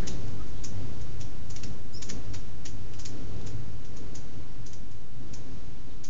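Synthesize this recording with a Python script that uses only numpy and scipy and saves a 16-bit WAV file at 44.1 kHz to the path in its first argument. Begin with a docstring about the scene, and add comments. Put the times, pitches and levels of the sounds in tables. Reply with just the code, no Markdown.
"""Hummingbirds at a backyard feeder

Microphone under a wooden porch roof, the birds chipping at each other near and far. Each chip is a
short lead note and a quick whip of pitch, scattered by the porch and the yard walls; one bird adds a
thin squeak. Behind them are a rumbling breeze with soft gusts, the drone of distant traffic, a few
dry ticks and far-off chirps. The level of breeze and traffic slowly rises and falls as a whole."""
import sys
import numpy as np
from scipy import signal
from scipy.fft import rfft, irfft, next_fast_len
from scipy.io import wavfile
from scipy.ndimage import map_coordinates

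SR = 44100
rng = np.random.default_rng(int(sys.argv[2]) if len(sys.argv) > 2 else 0)


def bounce(signal):
    """Save signal as a 16-bit WAV file at the path given by the first command-line argument."""
    frames = np.transpose(np.atleast_2d(signal))
    limited = np.clip(frames, -1, 1)
    pcm = np.round(limited * 32767).astype(np.int16)
    wavfile.write(sys.argv[1], SR, pcm)


N = 268569

# slow rise and fall of the whole background's level: time_s, level_db
BACKGROUND_LEVEL = [(0, 1.5), (.5, 1), (1.2, 1), (1.9, -2), (2.25, 1.5), (2.6, -1), (3.4, 1), (3.8, -1.26),
                    (4.35, -0.4), (4.6, -2), (5.1, -4), (5.55, -0.7), (6.09, -3.5)]
# gusts crossing the yard: peak_s, half_length_s, swell_db, rush_db
GUST_EVENTS = [(0.093, 0.2, -41, -57), (0.853, 0.1, -45, -64), (1.706, 0.09, -44.5, -74),
               (2.147, 0.047, -43, -60), (3.17, 0.065, -45, -61), (3.374, 0.15, -51, -52),
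               (4.042, 0.1, -48, -57), (5.356, 0.13, -48, -71)]
# spectra of the wind's rumble, soft swells and hiss: frequency_hz, level_db
RUMBLE_SPECTRUM = [(5, -4), (16, -6.5), (27, 0.5), (38, -1), (52, 1), (68, -4.5), (100, -13), (160, -17),
                   (400, -50.5)]
SWELL_SPECTRUM = [(90, -1), (150, -1.5), (200, 4), (228, -3), (266, 5), (300, -1), (400, -4.5), (500, -8),
                  (700, -18), (1200, -28.5), (3000, -34)]
HISS_SPECTRUM = [(200, 5.5), (700, 8), (1200, 5), (2000, 1.5), (3500, -0.5), (5000, -1.5), (6600, -2.5),
                 (7300, -12), (8000, -37.5)]
# resonances of distant traffic: centre_hz, width_hz, level_db
TRAFFIC_RESONANCES = [(97.2, 10.6, 1.5), (121.7, 17, -3.5), (148, 28, -10)]
# moments when the traffic grows louder: peak_s, half_length_s, level_db
TRAFFIC_SURGES = [(.79, 0.043, -41), (3.48, 0.18, -40), (5.36, 0.073, -47.5)]
# decay of the yard's echo: frequency_hz, t60_s
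YARD_DECAY = [(500, 0.052), (2500, 0.16), (6000, 0.28), (9000, 0.2)]
# small dry ticks: start_s, level_db, relative_echo_db
TICK_EVENTS = [(0.279, -52, -4), (0.2832, -47, -11), (2.9368, -42.5, -2), (2.9385, -52, -9),
               (3.4141, -46, -10.5)]
# spectrum of a tick: frequency_hz, level_db
TICK_SPECTRUM = [(500, -32.5), (1500, -12), (4600, 0.5), (7000, -2.5), (9000, -25)]
# far-off chirps: peak_s, pitch_hz, level_db
FAR_CHIRPS = [(0.028, 1616, -53.5), (.105, 3730, -53.5), (.41, 1308, -57), (.575, 3502, -60.5),
              (5.91, 3440, -63.5)]
# the rising squeak and the high edge that opens it: time_s, pitch_hz, level_db
SQUEAK_CONTOUR = [(1.933, 4900, -63), (1.948, 5080, -45.5), (1.961, 5240, -47), (1.976, 5750, -49)]
EDGE_CONTOUR = [(1.928, 7000, -61), (1.935, 7100, -57), (1.941, 6850, -61), (1.955, 6930, -60)]
# chips around the feeder: peak_s, level_db, low_start_db, lead_db, lead_stretch
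CHIP_CALLS = [(0.0813, -33, -12.5, -1.5, 1.1), (0.4813, -54, -16, -17, 1.2),
              (0.647, -32.5, -20, -2.5, 0.99), (1.0153, -50.5, -12, -8, 0.92),
              (1.2126, -41, -9.5, -8.5, 1.15), (1.5073, -42, -17, 1, 0.78),
              (1.5636, -38.5, -10.5, -13.5, 0.87), (1.6362, -37, -8.5, -18, .9),
              (2.0278, -34, -14.5, -1.5, 0.91), (2.1013, -33, -10, -5, 1.2),
              (2.3468, -42.5, -4, -3.5, 1.13), (2.6632, -38.5, -9, -0.5, 1.05),
              (3.0013, -42, -15.5, 3.5, 1.14), (3.0588, -34, -12.5, -4.5, .8),
              (3.4726, -42.5, -11, -1.5, 0.97), (3.85, -52.5, -7.5, -10, 0.75),
              (3.97, -46.5, -13, -10, 0.96), (4.1563, -38, -19, -1, 0.73), (4.668, -41.5, -17.5, -4, 0.73),
              (4.7335, -42.5, -15.5, -16, .8), (4.916, -56.5, -11, -4, 0.84), (5.341, -41, -15.5, -1, .75),
              (6.0461, -36.5, -18.5, -4, 0.76)]
# a chip's lead note and whip: time_from_peak_s, pitch_hz, level_db, low_start_weight
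LEAD_CONTOUR = [(-.014, 7080, -13.5, 0.1), (-.0100, 6630, -7, 0.1), (-.0085, 5580, 6, 0.9),
                (-.0065, 6570, 3, 0.6), (-.005, 6890, 7.5, .3), (-.0035, 6730, 4.5, .3),
                (-.002, 6130, -7, 0.1)]
WHIP_CONTOUR = [(-.003, 1210, -9, 1), (-.002, 1910, 6, 1), (-.001, 3900, 4.5, 0.5),
                (-.0004, 6700, 5.5, 0.1), (.0012, 5980, 5.5, 0.1), (.0026, 5220, 1.5, 0.9),
                (.004, 4240, -20, 0.5)]
# spectrum of the rasp in a chip: frequency_hz, level_db
RASP_SPECTRUM = [(600, -14), (1200, -8.5), (2200, -6.5), (3500, -5), (5000, -5), (6800, -9), (9000, 0.5)]
# the recorder's steep treble edge: frequency_hz, gain_db
RECORDER_RESPONSE = [(7000, 0), (7400, -5.5), (7700, -19), (8000, -35), (8600, -26), (9300, -52),
                     (10000, -120)]


def amp(db):
    return 10 ** (np.asarray(db) / 20)


def unit_rms(x):
    return x / np.sqrt(np.mean(x ** 2) + 1e-20)


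def along(points, hz):
    """Read (frequency_hz, value) points on a log axis."""
    f, v = np.transpose(points)
    return np.interp(np.log(hz + 1), np.log(f + 1), v)


def wobble(knots_per_s, size=N):
    """A smooth random curve."""
    knots = rng.standard_normal(int(size * knots_per_s / SR) + 4)
    return map_coordinates(knots, [np.arange(size) * knots_per_s / SR])


def filtered(x, response):
    """Shape x by a gain that depends on frequency."""
    size = next_fast_len(len(x) + 8192)
    return irfft(rfft(x, size) * response(np.fft.rfftfreq(size, 1 / SR)), size)[:len(x)]


def noise(spectrum, size=N):
    """Coloured noise of rms 1."""
    return unit_rms(filtered(rng.standard_normal(size), lambda hz: amp(along(spectrum, hz))))


def add(track, start_s, x):
    i = max(round(start_s * SR), 0)
    track[i:i + len(x)] += x[:max(N - i, 0)]


def humps(rows):
    """Summed power of bell-shaped rises and falls: peak_s, half_length_s, level_db."""
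    t = np.arange(N) / SR
    return sum(amp(db) ** 2 * np.exp(-((t - s) / half_s) ** 2) for s, half_s, db in rows)


def lifted(db, power):
    """Amplitude of a level with extra power added."""
    return np.sqrt(amp(db) ** 2 + power)


def whistle(t, times, hz, db, flutter):
    """A tone gliding through the given points, its pitch fluttering at random."""
    pitch = np.interp(t, times, hz) * (1 + flutter * wobble(2495, len(t)))
    level = amp(np.interp(t, times, db)) * (t >= times[0]) * (t <= times[-1])
    return np.sqrt(2) * level * np.sin(2 * np.pi * (np.cumsum(pitch) / SR + rng.random()))


def echoes(x, porch_t60_s=.06, yard_db=2.0, gap_s=.003, bounces=14):
    """Distinct bounces off the porch and the diffuse tail of the yard, by new paths each time."""
    hz, t, spectra = signal.stft(rng.standard_normal(SR // 2), SR, nperseg=256)
    decay = amp(-60 * t / along(YARD_DECAY, hz)[:, None])
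    yard = signal.istft(spectra * decay, SR, nperseg=256)[1]
    delay_s = (np.arange(bounces) + rng.random(bounces)) / bounces * porch_t60_s / 2
    strength = rng.choice([-1, 1], bounces) * amp(-60 * delay_s / porch_t60_s)
    porch = np.bincount((delay_s * SR).astype(int), strength, len(yard))
    response = porch / np.linalg.norm(porch) + amp(yard_db) * yard / np.linalg.norm(yard)
    return signal.fftconvolve(x, np.pad(response, (int(gap_s * SR), 0)))


def distant_traffic(background_db):
    """A low drone of resonant noise, surging now and then."""
    def resonances(hz):
        return np.sqrt(sum(amp(db) ** 2 / (1 + (2 * (hz - centre) / width) ** 2) ** 2
                           for centre, width, db in TRAFFIC_RESONANCES))
    drone = unit_rms(filtered(rng.standard_normal(N), resonances))
    return lifted(-45 + 1.1 * background_db, humps(TRAFFIC_SURGES)) * drone


def breeze(background_db):
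    """Moving air rumbles, swells and hisses across the yard; gusts lift the swells and the hiss."""
    gust_power = humps([(s, half_s, db) for s, half_s, db, _ in GUST_EVENTS])
    rumble = amp(-43 + 1.7 * background_db + .8 * wobble(6)) * noise(RUMBLE_SPECTRUM)
    swell_gain = lifted(-48.5 + 1.25 * background_db, gust_power) * amp(.99 * wobble(11))
    swell = swell_gain * noise(SWELL_SPECTRUM)
    hiss = lifted(-55.5 + background_db, amp(-14.5) ** 2 * gust_power) * noise(HISS_SPECTRUM)
    return rumble + swell + hiss


def gusts(hz=457):
    """Each gust brings a soft rush of air, about an octave wide."""
    rush = noise([(hz / 4, -40), (hz * .62, -4), (hz, 0), (hz * 1.1, -7), (hz * 4, -45), (hz * 8, -90)])
    power = humps([(s, half_s, db) for s, half_s, _, db in GUST_EVENTS])
    return np.sqrt(power) * rush


def far_chirps(half_s=.024):
    """Short hoarse notes from far off that reach the microphone only as echoes."""
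    out, t = np.zeros(N), np.arange(SR // 12) / SR
    for peak_s, hz, db in FAR_CHIRPS:
        pitch_hz = hz * np.array([.92, 1, 1.04])
        level_db = db + np.array([-10, 0, -12])
        note = whistle(t, half_s * np.arange(3), pitch_hz, level_db, flutter=.18)
        add(out, peak_s - half_s, echoes(note))
    return out


def ticks(t60_s=.0049):
    """Tiny dry clicks, each with a fainter echo."""
    out, t = np.zeros(N), np.arange(SR // 100) / SR
    for start_s, db, echo_db in TICK_EVENTS:
        click = amp(db + 5.5 - 60 * t / t60_s) * noise(TICK_SPECTRUM, len(t))
        add(out, start_s, click)
        add(out, start_s, amp(echo_db) * echoes(click))
    return out


def squeak():
    """One bird's upward whistle under a brief high edge, blurred by the yard."""
    out, start_s = np.zeros(N), EDGE_CONTOUR[0][0]
    t = start_s + np.arange(SR // 16) / SR
    call = whistle(t, *np.transpose(SQUEAK_CONTOUR), flutter=.015)
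    call += whistle(t, *np.transpose(EDGE_CONTOUR), flutter=.043)
    add(out, start_s, call)
    add(out, start_s, amp(-5) * echoes(call, yard_db=0))
    return out


def chip(low_start_db, lead_db, lead_stretch):
    """A lead note, then a whip up in pitch and back, 15-20 ms in all and half broken into rasp."""
    t = np.arange(-SR // 50, SR // 100) / SR
    call = np.zeros(len(t))
    for contour, note_db, stretch in ((WHIP_CONTOUR, 0, 1), (LEAD_CONTOUR, lead_db, lead_stretch)):
        times, hz, level_db, low_weight = np.transpose(contour)
        times = times * stretch
        hz = hz * (1 + .015 * rng.standard_normal())  # no two calls have quite the same pitch
        tone_db = note_db - 7 + level_db + low_weight * (low_start_db + 3.5)
        call += whistle(t, times, hz, tone_db, flutter=.1)
        # the rasp lasts as long as the note, and is fuller when the call starts low
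        rasp = noise(RASP_SPECTRUM, len(t))
        rasp = filtered(rasp, lambda f: amp((low_start_db + 8) * along([(4000, .88), (6000, 0)], f)))
        call += amp(note_db + np.interp(t, times, level_db, -80, -80)) * rasp
    return call


def hummingbirds(near_db=-34.5, walls=3):
    """Chips arrive directly and off the walls, each path with its own grain."""
    out = np.zeros(N)
    for peak_s, db, *voice in CHIP_CALLS:
        start_s = peak_s - .02
        echo_db = -10.5 + .22 * (near_db - db)  # fainter birds are farther off, so wetter
        add(out, start_s, amp(db) * chip(*voice))
        for _ in range(walls):
            add(out, start_s, amp(db + echo_db) * echoes(chip(*voice)))
    return out


def scene():
    """The yard and its birds from one microphone under the porch roof."""
    background_db = np.interp(np.arange(N) / SR, *np.transpose(BACKGROUND_LEVEL))
    background = distant_traffic(background_db) + breeze(background_db) + gusts()
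    return (background + far_chirps() + ticks() + squeak() + hummingbirds())[None]


def record(dry):
    """The recorder cuts steeply above 7 kHz, and its zero sits a little low and drifts."""
    offset = np.linspace(-.145, -.095, N)
    return np.array([filtered(x, lambda hz: amp(along(RECORDER_RESPONSE, hz))) for x in dry]) + offset


dry = scene()
out = record(dry)
bounce(out)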